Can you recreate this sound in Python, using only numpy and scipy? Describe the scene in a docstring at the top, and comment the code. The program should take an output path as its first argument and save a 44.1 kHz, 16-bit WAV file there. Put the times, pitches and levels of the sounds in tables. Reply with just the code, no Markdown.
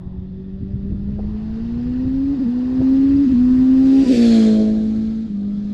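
"""Sport motorcycle passing on a country road

A four-cylinder bike accelerates past a microphone low in the grass, its firing note climbing and
stumbling through four quick upshifts. It comes in on a smooth intake hum, drops in pitch as it goes by
in a rush of chain, valve and tyre noise, and leaves on the rasp of turbulent exhaust gas.
Wind buffets the microphone over a faint bed of open country."""
import sys
import numpy as np
from scipy import signal
from scipy.fft import rfft, irfft
from scipy.io import wavfile
from scipy.ndimage import uniform_filter1d

SR = 44100
rng = np.random.default_rng(int(sys.argv[2]) if len(sys.argv) > 2 else 0)


def transcribe(signal):
    """Save signal, clipped to [-1, 1], as a 16-bit WAV file at the path in sys.argv[1]."""
    frames = np.atleast_2d(signal).T
    limited = np.clip(frames, -1, 1)
    pcm = np.round(limited * 32767).astype(np.int16)
    wavfile.write(sys.argv[1], SR, pcm)


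N = 252693
TIME = np.arange(N) / SR
PASS_S, PASS_WIDTH_S, MACH = 4.22, .15, .083  # nearest moment, distance / speed, speed / speed of sound

# Pulling away in the low gear. Each row: time in seconds, firing rate in Hz.
LOW_GEAR = [(0, 170.1), (.3, 173), (1.05, 185.3), (1.5, 201.9), (2.15, 245.5), (2.35, 260.5)]
# Upshifts. Each row: start in seconds, new firing rate in Hz, its climb in Hz per second, flare in Hz,
# sag in Hz, stumble length in seconds, dip at the power cut in dB, dip as the gear bites in dB.
UPSHIFTS = [(2.352, 218.7, 47.3, 33.1, 10, 0.15, 7, -1), (3.243, 224.8, 35.6, 24.7, 8, .1, 2.5, 0.5),
            (4.042, 222.9, 16, 31, 0, 0.16, 16, 7.5), (5.268, 218.6, 12, 4.02, 2, .08, 11, 0.5)]
# Fader of the firing note, before the shift dips. Each row: time in seconds, level in dB.
NOTE_FADER = [(0, -33.5), (.22, -32), (.6, -32), (1.22, -24.5), (1.45, -26.3), (2.25, -17.6), (2.74, -19.5),
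              (2.83, -13.2), (3.9, -10.9), (4.38, -10.3), (4.6, -13.3), (4.82, -17.8), (5.0, -18.5),
              (5.15, -21.5), (5.73, -23.3)]
# Fader shared by overtones and rasp. Each row: time in seconds, relative level in dB.
OVERTONE_FADER = [(0, -48.5), (.7, -45), (1.6, -41.5), (2.2, -44), (2.95, -37), (3.2, -40), (3.7, -35.5),
                  (4.03, -28), (4.15, -17), (4.25, -21.5), (4.6, -21), (4.9, -33), (5.25, -43.5),
                  (5.45, -40), (5.73, -42.5)]
# Engine overtones. Each row: multiple of the firing rate, then relative level in dB from far ahead,
# close ahead, close behind and far behind.
ENGINE_ORDERS = [(0.5, 1.5, -16, -16, -5), (0.75, -1.5, -2.5, -18.5, -9), (1.25, -3.5, -3.5, -8, 3),
                 (1.5, -1, -3, -5.5, -1), (1.75, -11, -19.5, -19, -24.5), (2, 1, -8, -3.5, -5),
                 (2.25, -23.5, -21.5, -16.5, -19), (2.5, -20.5, -18.5, -13, -15),
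                 (2.75, -17.5, -35, -19.5, -23.5), (3, -15, -13.5, -12.5, -15),
                 (3.25, -31.5, -39, -25, -33.5), (3.5, -29.5, -26.5, -30.5, -24.5),
                 (3.75, -26, -20.5, -30, -24.5), (4, -27, -13.5, -45.5, -39), (4.5, -30, -17, -42, -41.5),
                 (5, -32, -19.5, -38.5, -29.5), (5.5, -34, -33, -49.5, -34.5), (6, -33.5, -21, -48, -26),
                 (7, -34, -26, -54.5, -38.5)]
# Perspective on the bike. Each row: time in seconds, view (0 far ahead, 1 close ahead, 2 close behind,
# 3 or more far behind).
PERSPECTIVE = [(0, 0), (3.0, 0.5), (4.06, 1.5), (4.19, 2), (4.8, 2), (5.2, 5.5)]
# Tone of the turbulent exhaust gas. Each row: frequency in Hz, relative level in dB.
RASP_TONE = [(120, -15), (230, 4.5), (330, 7), (480, 7.5), (680, -13), (880, -27), (1200, -46), (2000, -64)]
# Fader shared by the rush and the ringing metal. Each row: time in seconds, relative level in dB.
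RUSH_FADER = [(0, -71), (1.04, -62), (1.56, -54), (2.7, -51.5), (2.82, -48), (3.75, -47.5), (4.05, -40),
              (4.14, -34.5), (4.38, -35.8), (4.75, -50), (5.15, -54), (5.35, -60), (5.73, -56.5)]
# Tone of the rush from ahead, beside and behind. Each row: frequency in Hz, relative level in dB.
RUSH_AHEAD = [(400, -10.5), (700, -6), (980, -6.5), (1450, -5.5), (1850, -5.5), (2250, -11.5),
              (2700, -11.5), (3400, -12.5), (4800, -13), (6000, -23.5), (7800, -33.5), (9000, -42),
              (14000, -63)]
RUSH_BESIDE = [(500, -19), (950, -18), (1350, -9), (2000, -3.5), (2500, -0.5), (3000, -4.5), (4500, -8),
               (5300, -4), (6000, -12), (7600, -12), (9000, -22.5), (11300, -27.5), (14800, -41.5)]
RUSH_BEHIND = [(500, -10.5), (800, -5), (1020, -12.5), (1400, -9), (1900, -11), (2500, -16), (3200, -12.5),
               (4300, -9.5), (5700, -17.5), (6900, -19), (9000, -30.5), (14000, -53)]
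# Fader of the tyres singing on asphalt. Each row: time in seconds, level in dB.
TYRE_FADER = [(0, -56), (.2, -61), (.35, -80), (1.15, -72.5), (1.3, -53), (1.8, -58), (2.85, -47.5),
              (3.02, -56.5), (4.05, -63.5), (4.5, -81)]
# Tone of the tread. Each row: frequency in Hz, relative level in dB.
TYRE_TONE = [(400, -22), (700, 1.5), (950, -1.5), (1150, -7.5), (1500, -18.5), (3000, -50.5)]
# Ringing metal. Each row: pitch at rest in Hz, width in Hz, dB on the rush fader from afar and close by.
METAL_RINGS = [(1750, 76, -16, -17.5), (2488, 290, -14, -19), (3510, 140, -22.5, -8.5),
               (3920, 250, -19, -11), (4470, 240, -17.5, -5)]
# Whine of the last gear. Each row: multiple of the firing rate, level in dB.
GEAR_WHINE = [(6.5, -69.5), (16.25, -69), (24.45, -70)]
# Fader of the breeze. Each row: time in seconds, relative level in dB.
WIND_FADER = [(0, -31.5), (.55, -32), (.8, -25.5), (1.1, -24.5), (1.62, -31), (1.95, -26), (2.6, -35.5),
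              (2.92, -36), (3.18, -27), (3.6, -31), (4.3, -35), (5.0, -33), (5.25, -37.5), (5.73, -37.5)]
# Tone of the wind rumble. Each row: frequency in Hz, relative level in dB.
WIND_TONE = [(15, -3), (30, 2.5), (65, 6), (110, -1), (170, -0.5), (260, -14.5), (400, -25), (700, -46),
             (1500, -64.5), (4000, -82)]
# Single buffets. Each row: crest time in seconds, rms at the crest in dB, width in seconds, top in Hz.
BUFFETS = [(.2, -26, 0.016, 110), (.63, -26.5, 0.012, 225), (.76, -27, 0.025, 214), (.86, -34, 0.017, 330),
           (0.929, -24.5, 0.021, 300), (1.005, -35, 0.0098, 323), (1.095, -29, 0.0094, 320),
           (1.196, -28.5, 0.0074, 600), (1.243, -31, 0.0071, 447), (1.475, -38, 0.011, 383),
           (2.06, -23, 0.018, 282), (2.807, -20, 0.013, 170), (2.814, -20.5, 0.01, 406),
           (3.15, -26.5, 0.022, 130.9)]
# Wind slaps on the membrane. Each row: time in seconds, level in dB.
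SLAPS = [(.861, -44), (1.005, -39), (1.091, -41), (1.193, -30), (1.243, -36), (2.816, -21)]
# Tone of the open country. Each row: frequency in Hz, relative level in dB.
COUNTRY_TONE = [(200, -1.5), (650, -1.5), (1000, -10.5), (1500, -15), (1850, -6), (2150, -19),
                (3100, -17.5), (3550, -9.5), (4200, -23.5), (5500, -31), (8000, -46), (12000, -72)]


def firing_rate(fall_s=.036):
    """The revs climb in each gear; at a shift they fall, flare before the clutch grips, then sag."""
    hz = automation(LOW_GEAR)
    for start, new_hz, climb, flare_hz, sag_hz, *_ in UPSHIFTS:
        engaged = np.clip((TIME - start) / fall_s, 0, 1)
        hz = (1 - engaged) * hz + engaged * (new_hz + climb * (TIME - start))
        hz = hz + flare_hz * bell(start + .068, width_s=.02) - sag_hz * bell(start + .125, width_s=.025)
    return hz


def shift_dips():
    """Decibels the note ducks as the power is cut, and again as the new gear bites."""
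    dip_db = 0
    for start, *_, cut_db, bite_db in UPSHIFTS:
        power_cut = np.interp(TIME - start, [-.0094, .0054, .043], [0, 1, 0])
        dip_db = dip_db + cut_db * power_cut + bite_db * bell(start + .11, width_s=.028)
    return dip_db


def stumbling():
    """A soft gate: 1 in the middle of a shift, 0 under steady power."""
    return sum(np.exp(-(2 * (TIME - start) / length - 1) ** 4) for start, *_, length, _, _ in UPSHIFTS)


def unevenness(stumble, coming=.074):
    """Depth of the engine's flutter: least just past the microphone, more with distance and in shifts."""
    leaving = .01 + .11 * np.maximum(TIME - PASS_S, 0)
    return crossfade([coming, leaving], (TIME - PASS_S) / PASS_WIDTH_S + .5) + .12 * stumble


def firing_note(firings, uneven, flutter_hz=50):
    """The almost pure boom at the firing rate; unequal burns shake its strength and timing."""
    level_db = automation(NOTE_FADER) - shift_dips()
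    phase = 2 * np.pi * firings + uneven * drift(flutter_hz)
    return np.sqrt(2) * from_db(level_db) * (1 + uneven * drift(flutter_hz)) * np.sin(phase)


def overtones(firings, uneven, view, stumble, trim_db=-3):
    """The four cylinders differ, so partials sit on quarters of the firing rate; each fades on its own."""
    out, jitter = 0, uneven * drift(35)
    far_ahead = 1 - np.clip(view, 0, 1)
    for order, *views_db in ENGINE_ORDERS:
        phase = 2 * np.pi * (order * firings + rng.random())
        phase = phase + order * (jitter + .05 * far_ahead * drift(25))
        dulled_db = -12 * stumble * np.clip(order - 2, 0, 1)  # without power the pulses lose their edge
        fading_db = (2.5 + far_ahead) * drift(14)
        out = out + from_db(crossfade(views_db, view) + dulled_db + fading_db) * np.sin(phase)
    return np.sqrt(2) * from_db(automation(OVERTONE_FADER) + trim_db) * out


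def exhaust_rasp(firings, uneven, view, views_db=(-14, -14, -14.5, -8)):
    """Each puff of gas carries turbulence, more when the firing stumbles and as the pipe goes by."""
    puffs = 1 + .46 * np.cos(2 * np.pi * firings)
    beside_db = 4 / (1 + ((TIME - PASS_S) / PASS_WIDTH_S) ** 2)
    level_db = automation(OVERTONE_FADER) + crossfade(views_db, view) + beside_db
    burble = .39 + 2.4 * uneven
    return from_db(level_db) * burble * unit_rms(puffs * shaped_noise(RASP_TONE))


def valve_clatter(firings, harmonics=200, size=4096):
    """Valves and cams tick out a random loop that repeats every four firings."""
    loop = irfft(np.r_[0, np.exp(2j * np.pi * rng.random(harmonics))], size)
    return unit_rms(np.interp(firings / 4 % 1, np.arange(size) / size, loop))


def rush(firings, frame=512):
    """Chain, valve and tyre noise, pulsing with the engine and heard through a moving EQ."""
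    noise = rng.standard_normal(N) + .39 * valve_clatter(firings + .0098 * drift(25))
    pulsing = 1 + .26 * np.cos(2 * np.pi * firings)
    flicker = from_db(.22 * drift(40))
    hz, times, frames = signal.stft(unit_rms(noise * pulsing * flicker), SR, nperseg=frame)
    frames = frames * rush_eq(hz[:, None], times) * shimmer(frames.shape)
    return signal.istft(frames, SR, nperseg=frame)[1][:N]


def rush_eq(hz, times, trim_db=-2.5, shelf_hz=6200):
    """The rush changes tone from ahead to beside to behind; air and grass dull it with distance."""
    beside_db = tone_db(RUSH_BESIDE, hz / doppler(times))
    side = np.interp(times, [3.75, 4.15, 4.6], [0, 1, 2])
    gain = from_db(crossfade([tone_db(RUSH_AHEAD, hz), beside_db, tone_db(RUSH_BEHIND, hz)], side))
    body_power = np.sum(gain ** 2 * ((hz > 1100) & (hz < 6000)), axis=0)
    treble_power = np.sum(gain ** 2 * ((hz > 6500) & (hz < 13000)), axis=0)
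    # The shelf steers the treble-to-body balance: brightest 0.1 s after the pass.
    distance_doublings = np.log2(np.hypot(1, (times - PASS_S - .1) / PASS_WIDTH_S))
    shelf_db = -8.1 - 2.95 * distance_doublings - 10 * np.log10(treble_power / body_power)
    shelf = np.clip(.5 + 1.3 * np.log2((hz + 1) / shelf_hz), 0, 1)
    level_db = automation(RUSH_FADER, times) + trim_db + shelf * shelf_db
    return gain * from_db(level_db) * np.sqrt(len(hz) / body_power)


def shimmer(shape, depth_db=1.4, patch_cells=5):
    """Small patches of the spectrum swell and fade at random."""
    field = rng.standard_normal(shape)
    for axis in (0, 1):
        field = uniform_filter1d(field, patch_cells, axis=axis)
    return from_db(depth_db * unit_rms(field))


def tyres():
    """A hollow band of tread noise, thrown forward along the road in swells as the bike comes."""
    return from_db(automation(TYRE_FADER)) * shaped_noise(TYRE_TONE)


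def ringing_metal():
    """Chain and valve train ring metal in narrow bands that slide down and brighten in the pass."""
    out, bike_time = 0, np.cumsum(doppler(TIME)) / SR
    close = np.interp(TIME, [3.75, 4.25, 4.47, 4.9], [0, 1, 1, 0])
    for hz, width_hz, *levels_db in METAL_RINGS:
        phase = 2 * np.pi * hz * bike_time
        ring = drift(width_hz) * np.cos(phase) + drift(width_hz) * np.sin(phase)
        fading_db = 2.5 * drift(25)
        out = out + from_db(crossfade(levels_db, close) + fading_db) * ring
    return from_db(automation(RUSH_FADER)) * out


def gearbox(firings, clunk_s=4.07, clunk_hz=990):
    """The box rings as a gear goes in close by; a thin, wavering whine follows the last shift."""
    clunk = from_db(-40) * np.exp(-.5 * ((TIME - clunk_s) / .014) ** 2)
    clunk = clunk * np.sin(2 * np.pi * clunk_hz * TIME)
    whine = sum(from_db(db + 4 * drift(10)) * np.sin(2 * np.pi * order * firings + .7 * drift(30))
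                for order, db in GEAR_WHINE)
    return clunk + np.interp(TIME, [5.33, 5.5], [0, 1]) * whine


def wind(trim_db=-1, lumps_db=2):
    """Eddies rumble on the microphone, with short buffets that reach higher."""
    out = from_db(automation(WIND_FADER) + trim_db + lumps_db * drift(22)) * shaped_noise(WIND_TONE)
    for crest_s, crest_db, width_s, top_hz in BUFFETS:
        band = signal.butter(2, [60, top_hz], "band", fs=SR, output="sos")
        eddy = unit_rms(signal.sosfilt(band, signal.sosfilt(band, rng.standard_normal(N))))
        out = out + from_db(crest_db) * np.exp(-.5 * ((TIME - crest_s) / width_s) ** 2) * eddy
    return out


def wind_slaps(width_s=.00056):
    """Some buffets slap the microphone's membrane with a quick swing of pressure."""
    out = 0
    for slap_s, level_db in SLAPS:
        offset = np.clip((TIME - slap_s) / width_s, -10, 10)
        out = out + from_db(level_db) * 2 * offset * np.exp(-offset ** 2)
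    return out


def crackle(middle_s=2.5, fade_s=.018):
    """A brief, faint crackle sounds on its own between the gusts."""
    envelope = np.exp(-np.minimum(abs(TIME - middle_s) / fade_s, 20))
    grains = rng.standard_normal(N) ** 3 * envelope
    return from_db(-57) * signal.lfilter([.1], [1, -.7], grains)  # low-pass softens the grains


def countryside(level_db=-61):
    """A faint, steady bed of open air."""
    return from_db(level_db) * shaped_noise(COUNTRY_TONE)


def doppler(times, middle_s=PASS_S, width_s=PASS_WIDTH_S):
    """Pitch factor: above 1 while the bike comes, below 1 as it goes."""
    return 1 - MACH * (times - middle_s) / np.hypot(times - middle_s, width_s)


def from_db(db):
    """Decibels to gain."""
    return 10 ** (np.asarray(db) / 20)


def unit_rms(x):
    """Scale to rms 1."""
    return x / np.sqrt(np.mean(x ** 2) + 1e-20)


def automation(points, times=TIME):
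    """Breakpoints in time, joined by straight lines."""
    return np.interp(times, *np.transpose(points))


def tone_db(points, hz):
    """An EQ curve in dB, read on a log-frequency axis."""
    knots_hz, levels_db = np.transpose(points)
    return np.interp(np.log(hz + 1), np.log(knots_hz), levels_db)


def shaped_noise(tone):
    """White noise through an EQ curve, rms 1."""
    gain = from_db(tone_db(tone, np.fft.rfftfreq(N, 1 / SR)))
    return unit_rms(irfft(rfft(rng.standard_normal(N)) * gain, N))


def drift(rate_hz, size=16384):
    """Random modulation up to a given rate, rms about 1."""
    hz = np.fft.rfftfreq(size, N / SR / size)
    slow = irfft(rfft(rng.standard_normal(size)) / (1 + (hz / rate_hz) ** 4))
    return np.interp(np.arange(N) * size / N, np.arange(size), unit_rms(slow))


def crossfade(choices, position):
    """Fade along a row of choices: position 0 is the first, 1 the second, and so on."""
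    position = np.clip(position, 0, len(choices) - 1)
    return sum(choice * np.clip(1 - abs(position - k), 0, 1) for k, choice in enumerate(choices))


def bell(middle_s, width_s):
    """A swell of height 1 around a moment."""
    return np.exp(-np.square((TIME - middle_s) / width_s))


def scene():
    """One running count of firings drives engine, rush and gear whine; wind and country lie beneath."""
    # The engine's pitch slides down a little later and more slowly than the ringing metal's.
    firings = np.cumsum(firing_rate() * doppler(TIME, middle_s=4.33, width_s=.19)) / SR
    stumble, view = stumbling(), automation(PERSPECTIVE)
    uneven = unevenness(stumble)
    engine = firing_note(firings, uneven) + overtones(firings, uneven, view, stumble)
    engine = engine + exhaust_rasp(firings, uneven, view)
    shift_lift = from_db(.5 * stumble)
    machinery = shift_lift * rush(firings) + tyres() + ringing_metal() + gearbox(firings)
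    return (engine + machinery + wind() + wind_slaps() + crackle() + countryside())[None]


def record(dry, cutoff_hz=15000):
    """A steep high cut takes off the very top."""
    return signal.sosfilt(signal.cheby2(12, 70, cutoff_hz, fs=SR, output="sos"), dry)


dry = scene()
out = record(dry)
transcribe(out)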